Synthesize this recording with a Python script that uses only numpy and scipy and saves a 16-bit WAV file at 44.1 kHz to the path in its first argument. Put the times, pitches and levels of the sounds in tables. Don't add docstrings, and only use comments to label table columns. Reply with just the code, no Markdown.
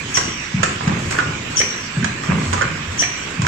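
import sys
import numpy as np
from scipy import signal
from scipy.fft import rfft, irfft
from scipy.io import wavfile
from scipy.ndimage import uniform_filter1d

SR = 44100
rng = np.random.default_rng(int(sys.argv[2]) if len(sys.argv) > 2 else 0)


def to_wav(sig):
    pcm = np.clip(np.atleast_2d(sig), -1, 1) * 32767
    pcm = np.round(pcm).astype(np.int16)
    wavfile.write(sys.argv[1], SR, pcm.T)


def makeup_ratio(level_db):
    decades = np.asarray(level_db, float) / 20
    return 10 ** decades


N = 153027

# freq_hz, likeness [-1..1]
COHERENCE = [(60, 1), (150, 0.87), (300, 1), (650, -0.27), (1400, .1), (4000, -0.019)]


def evened(x):
    return x / np.sqrt(np.mean(x ** 2) + 1e-20)


def read(points, hz):
    f, value = np.transpose(points)
    return np.interp(np.log(hz + 1), np.log(f + 1), value)


def shaped(x, points):
    hz = np.fft.rfftfreq(x.shape[-1], 1 / SR)
    return irfft(rfft(x) * makeup_ratio(read(points, hz)), x.shape[-1])


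def smoothed(x, bands, frames):
    return uniform_filter1d(uniform_filter1d(x, size=bands, axis=-2), size=frames, axis=-1)


def resonate(x, hz, width):
    turn = np.exp(2j * np.pi * np.cumsum(hz * np.ones(x.shape[-1])) / SR)
    r = np.exp(-np.pi * abs(width) / SR)
    return 2 * (turn * signal.lfilter([1 - r], [1, -r], x / turn)).real


def body(x, peaks):
    total = 0
    for k, (hz, width, db) in enumerate(peaks):
        mode = resonate(resonate(x, hz, width), hz, width)
        total = total + (-1) ** k * makeup_ratio(db) * evened(mode)
    return evened(total)


def add(mix, s, sound, pan_db=0):
    part = mix[:, round(s * SR):][:, :len(sound)]
    part += makeup_ratio(np.array([[pan_db / 2], [-pan_db / 2]])) * sound[:part.shape[1]]


def hall():
    # freq_hz, difference_db
    side_lean = [(60, 1.5), (180, 0), (540, 4.5), (1630, -10.5), (4900, -5.5), (14700, 4.5)]
    # freq_hz, density_db (per Hz)
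    spectrum = [(30, -16), (90, -3), (220, -3), (420, -11.5), (680, -16), (1150, -10.5), (2500, -6.5),
                (4300, -17), (7000, -16)]
    frames, hz = N // 256 + 5, np.fft.rfftfreq(1024, 1 / SR)
    a, b, c, d, patches = rng.standard_normal((frames, 513, 5)).T
    patches = evened(uniform_filter1d(uniform_filter1d(patches, size=10, axis=0), size=12, axis=1))
    same = np.clip(read(COHERENCE, hz), -1, 1)[:, None]
    left = a + 1j * b
    right = same * left + np.sqrt(1 - same ** 2) * (c + 1j * d)
    colour, lean = read(spectrum, hz), read(side_lean, hz) / 2
    z = np.array([left, right])
    z *= makeup_ratio(np.array([colour + lean, colour - lean])[:, :, None] + 2.58 * patches)
    return makeup_ratio(-26.5) * evened(signal.istft(z, nperseg=1024, noverlap=768)[1][:, :N])


def impacts(shape, per_s, spread_db):
    level = makeup_ratio(spread_db * np.minimum(rng.exponential(1, shape), 4))
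    return level * (rng.random(shape) < per_s / SR)


def drive():
    # time_s, rumble_db, rattle_db
    load = [(0, -30, -37), (.3, -37.5, -38.5), (.5, -44, -39.5), (.6, -28, -34.5), (.8, -31, -40.5),
            (0.899, -25, -26.5), (1.079, -25.5, -35.5), (1.19, -28, -24.5), (1.33, -30.5, -35.5),
            (1.62, -34.5, -35.5), (1.921, -41.5, -37), (2.03, -25, -36), (2.2, -37.5, -41.5),
            (2.317, -21, -23), (2.5, -31, -33.5), (2.62, -30, -29), (2.799, -34.5, -35), (3.36, -44.5, -36)]
    # freq_hz, width_hz, level_db
    frame_modes = [(88, 49, 1), (121, 94, -2.5), (152, 29.3, 1), (218.3, 69, -2), (294.6, 54, -10),
                   (358, 122, -7)]
    # freq_hz, width_hz, level_db
    link_modes = [(317, 158, -3), (488, 530, -3.5), (1096, 344, 0), (1500, 990, 0.5), (1960, 1480, -1),
                  (2690, 470, -5)]
    t = np.arange(N) / SR
    s, rumble_db, rattle_db = np.transpose(load)
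    knocks = impacts(N, 300, 1.7) * rng.choice([-1, 1], N)
    rumble = body(knocks, frame_modes) * makeup_ratio(np.interp(t, s, rumble_db))
    ticks = impacts((2, N), 900, 3.5)
    crossed = ticks + 0.15 * ticks[::-1]
    rattle = body(crossed, link_modes) * makeup_ratio(np.interp(t, s, rattle_db))
    return rumble + rattle * makeup_ratio(np.array([[-2.5], [2.5]]))


def thump(db, hz, cycles):
    sag, gain_db = 0.24, 2
    u = np.arange(4000) / SR * hz / max(cycles, 1)
    swell = np.sin(np.pi * np.minimum(u, 1)) ** 1.8
    return makeup_ratio(db + gain_db) * swell * np.sin(2 * np.pi * cycles * u * (1 + sag * (1 - u)))


def clack(db, hz, treble_db):
    # multiple (of pitch), level_db, t60_s
    modes = [(0.359, -13.5, .025), (.8, -6.5, 0.026), (1.002, 1, 0.027), (1.098, -4.5, 0.02),
             (1.4, -7.5, 0.019), (1.9, -10.5, .015)]
    # freq_hz, density_db (per Hz)
    crack_colour = [(1500, 19), (4000, 10), (7500, 16.5), (9500, 10.5), (15000, -17)]
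    # freq_hz, density_db (per Hz)
    slap_colour = [(120, -50), (450, -10), (900, -5.5), (2000, 1), (3200, -8), (5000, -20.5)]
    scrape_t60_s, noise_t60_s = 0.02, 0.029
    t = np.arange(5000) / SR
    detune = rng.uniform(.93, 1.07, len(modes))
    detune[2] = 1
    ring = 0
    for (multiple, level_db, t60_s), d in zip(modes, detune):
        ring = ring + makeup_ratio(level_db - 60 * t / t60_s) * np.sin(2 * np.pi * multiple * d * hz * t)
    a, b, c = rng.standard_normal((3, len(t)))
    blow = 0.053 * a * makeup_ratio(-60 * t / scrape_t60_s) + (t == 0)
    ring = signal.oaconvolve(blow, ring * np.minimum(t / 0.0016, 1))[:len(t)]
    crack = evened(shaped(b, crack_colour)) * makeup_ratio(treble_db + 13)
    slap = evened(shaped(c, slap_colour)) * makeup_ratio(-6)
    noise = 0.5 * (crack + slap) * makeup_ratio(-60 * t / noise_t60_s)
    return makeup_ratio(db - 1.5) * (ring / abs(ring).max() + noise)


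def puff(length, db):
    # freq_hz, density_db (per Hz)
    jet = [(1500, 16), (4000, 9.5), (7500, 14), (9300, 18), (11500, 11.5), (15000, 9)]
    t = np.arange(10000) / SR
    hiss = evened(shaped(rng.standard_normal(len(t)), jet))
    start = np.minimum(t / min(0.012, .3 * length), 1)
    return makeup_ratio(db) * hiss * start * makeup_ratio(-250 * np.maximum(t - length, 0) - 3.2 * t / length)


def vent(lead, length, db, hz):
    # multiple (of pitch), width_hz, level_db
    nozzle = [(1.0, 510, 6.5), (.53, 440, -8.5), (1.15, 440, -9), (1.42, 530, -5), (1.97, 900, -6),
              (1.0, 1600, -8.5)]
    leak_db, swell_db, hold_s, blast_t60_s = -9, -2, 0.033, 0.033
    whistle_db, whistle_fade_db, whistle_width_hz = -13, -12.5, 290
    t = np.arange(22000) / SR
    a, b, c = rng.standard_normal((3, len(t)))
    opening_rise = 0.13 * np.exp(-(t / 0.011) ** 2)
    pressure_sag = 0.014 * np.exp(-t / 0.043)
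    bend = hz * (1 + opening_rise + pressure_sag)
    rough = makeup_ratio(1.4 * evened(uniform_filter1d(c, size=90)))
    blast_end = lead + hold_s
    swell = swell_db * np.maximum(1 - t / blast_end, 0)
    decay = -60 * np.maximum(t - blast_end, 0) / blast_t60_s
    blast = body(a * rough, [(m * bend, w, g) for m, w, g in nozzle]) * makeup_ratio(swell + decay)
    whistle = body(b, [(bend, whistle_width_hz, 0), (bend / 2, whistle_width_hz, -7.5)])
    whistle = whistle * makeup_ratio(whistle_db + whistle_fade_db * t / length)
    leak = makeup_ratio(leak_db * np.clip((lead + 0.001 - t) / 0.0025, 0, 1))
    opening = np.minimum(t / 0.0082, 1) * leak
    shut = np.clip((length - t) / 0.0055, 0, 1)
    return makeup_ratio(db) * opening * (blast + whistle * shut)


def room(x):
    # freq_hz, t60_s
    decay = [(100, 0.73), (500, 0.43), (1500, 0.5), (8000, 0.36)]
    taps = np.zeros((2, SR))
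    at = np.arange(300, SR - 20, 20) + rng.integers(0, 20, (2, (SR - 301) // 20))
    np.put_along_axis(taps, at, rng.choice([-1., 1.], at.shape), 1)
    hz, t, z = signal.stft(taps, SR, nperseg=1024)
    same = np.clip(read(COHERENCE, hz), -1, 1)[:, None]
    z = np.array([z[0], same * z[0] + np.sqrt(1 - same ** 2) * z[1]])
    tail = signal.istft(z * makeup_ratio(-60 * t / read(decay, hz)[:, None]), SR, nperseg=1024)[1]
    return signal.fftconvolve(x[None], tail / np.linalg.norm(tail[0]), axes=1)[:, :N]


def delayed(x, seconds):
    return np.pad(x, (round(seconds * SR), 0))[:N]


def scene():
    # start_s, peak_db, pitch_hz, cycles
    thumps = [(.188, -26, 404, 3.4), (0.254, -19.5, 162, 1.8), (0.274, -23.5, 304, 5),
              (.540, -10, 160, 3.2), (0.584, -18.5, 168, 4.5), (.870, -7.5, 171, 3.2),
              (.915, -21.5, 323, 4.5), (1.039, -23.5, 99, 2.7), (1.255, -23, 133, 3.8),
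              (1.601, -20, 476, 4.4), (1.63, -23, 350, 3.4), (1.967, -12.5, 156.6, 4.2),
              (2.025, -14, 193, 3.35), (2.287, -8, 166.5, 4.15), (2.312, -15, 147, 1.96),
              (2.328, -17, 200.5, 6), (2.36, -21, 167, 2.7), (2.39, -23.5, 280, 5.3),
              (2.43, -22.5, 249, 3.6), (2.461, -21.5, 88.4, 6.7), (2.489, -21.5, 204, 3.4),
              (2.53, -21.5, 461, 4.7), (2.57, -23, 120, 2.4), (2.635, -21, 152, 6.8),
              (2.711, -21, 131, 2.1), (2.86, -25.5, 86.7, 5.5), (3.02, -21, 602, 4.4),
              (3.389, -11.5, 152, 3.5), (3.428, -14, 122.6, 3)]
    # start_s, peak_db, pitch_hz, treble_db
    clacks = [(.1705, -11, 1950, -11), (0.1736, -11, 1103, -4), (.178, -13, 1085, -10),
              (.184, -13, 1084, -9), (0.21, -18.5, 1600, -7), (.6305, -4, 1317, -11.5),
              (.6335, -10.5, 2600, -8.5), (.638, -16.5, 1200, -1), (.645, -17, 1230, -9),
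              (.659, -14.5, 1290, -13), (0.808, -13.5, 1010, -32), (0.875, -13, 1610, -17),
              (.878, -11.5, 850, -15.5), (.945, -23, 1610, -31), (1.11, -19, 1430, -4),
              (1.124, -15, 2090, -10), (1.15, -14, 1560, -24), (1.167, -14.5, 1740, -28),
              (1.187, -4.5, 1477, -24), (1.193, -14.5, 1363, -22), (1.199, -13, 1597, -30),
              (1.2034, -10, 1427, -19.5), (1.218, -19, 1280, -27), (1.602, -10.5, 2153, -17),
              (1.608, -18, 1740, -20), (1.614, -5, 2293, -17.5), (1.619, -12.5, 1900, -20),
              (2.026, -17, 1555, -34), (2.044, -9.5, 1652, -8), (2.048, -14, 2400, -10.5),
              (2.236, -17, 1200, -39), (2.298, -14.5, 1600, -39), (2.529, -12, 1500, -10.5),
              (2.534, -9, 1074, -11.5), (2.540, -12, 1054, -20), (2.577, -14.5, 1210, -26),
              (2.591, -14, 1230, -24), (2.611, -7.5, 1454, -20), (2.619, -7, 1544, -17),
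              (2.626, -7, 1500, -24), (2.676, -19, 1620, -17), (2.977, -19, 1900, -17),
              (3.021, -13, 2720, -11), (3.026, -11.5, 1820, -12), (3.035, -8, 2340, -34),
              (3.056, -21, 1860, -25), (3.419, -15.5, 1080, -7), (3.448, -11.5, 1060, -26),
              (3.4665, -5.5, 1500, -13.5)]
    # start_s, length_s, level_db
    puffs = [(0.077, 0.28, -30), (0.610, 0.0032, -30.5), (0.672, 0.09, -33.5), (0.98, 0.38, -31.5),
             (1.101, 0.025, -21), (1.143, 0.15, -35), (1.496, 0.047, -29), (2.224, 0.078, -31.5),
             (2.38, 0.24, -30.5), (2.53, 0.015, -30), (2.552, 0.056, -52), (2.908, 0.066, -31),
             (3.404, 0.063, -37)]
    # start_s, lead_s (leak before the blast), length_s (whistle), level_db, pitch_hz
    vents = [
        (.136, 0.0068, 0.34, -14.5, 5730),
        (1.556, .013, 0.32, -12, 5764),
        (2.977, 0.0126, .28, -14.5, 5817),
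    ]
    air, near, low = np.zeros((3, 2, N))
    for s, *row in thumps:
        add(low, s, thump(*row))
    for s, *row in clacks:
        add(near, s, clack(*row), -7)
    for s, *row in puffs:
        add(air, s, puff(*row), 2.5)
    for s, *row in vents:
        add(air, s, vent(*row), 3.0)
    near_direct = np.array([delayed(near[0], 0.0006), near[1]])
    air_direct = np.array([air[0], delayed(air[1], 0.0009)])
    wet = makeup_ratio(-4) * near.mean(0) + makeup_ratio(-4) * low[0] + makeup_ratio(-4) * air.mean(0)
    return near_direct + air_direct + low + room(wet) + drive() + hall()


def roll_off(x):
    return signal.sosfilt(signal.butter(12, 15330, fs=SR, output="sos"), x)


def record(dry):
    # freq_hz, gain_db
    mic = [(7900, -0.06), (8300, -12.5), (8700, -12.5), (10000, -21), (11500, -20.5), (15000, -28)]
    # freq_hz, gain_db
    edge = [(15200, 0), (15400, -80)]
    limit = 1.15
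    gate_low_hz, gate_high_hz, gate_percent, jitter_db = 8300, 15400, 64, 3
    picked_up = shaped(limit * np.tanh(dry / limit), mic)
    hz, _, z = signal.stft(picked_up, SR, nperseg=1024)
    band = (hz > gate_low_hz) & (hz < gate_high_hz)
    power = smoothed(abs(z[:, band]) ** 2, 8, 3)
    jitter = evened(smoothed(rng.standard_normal(power.shape), 6, 3))
    power = power * makeup_ratio(2 * jitter_db * jitter)
    threshold = np.percentile(power, gate_percent, axis=2, keepdims=True)
    strictness = np.where(hz[band] < 10400, 2.0, .8)[:, None]
    z[:, band] *= power > threshold * strictness
    gated = signal.istft(z, SR, nperseg=1024)[1][:, :N]
    finished = shaped(np.clip(gated, -1, 1), edge)
    return roll_off(finished)


dry = scene()
out = record(dry)
to_wav(out)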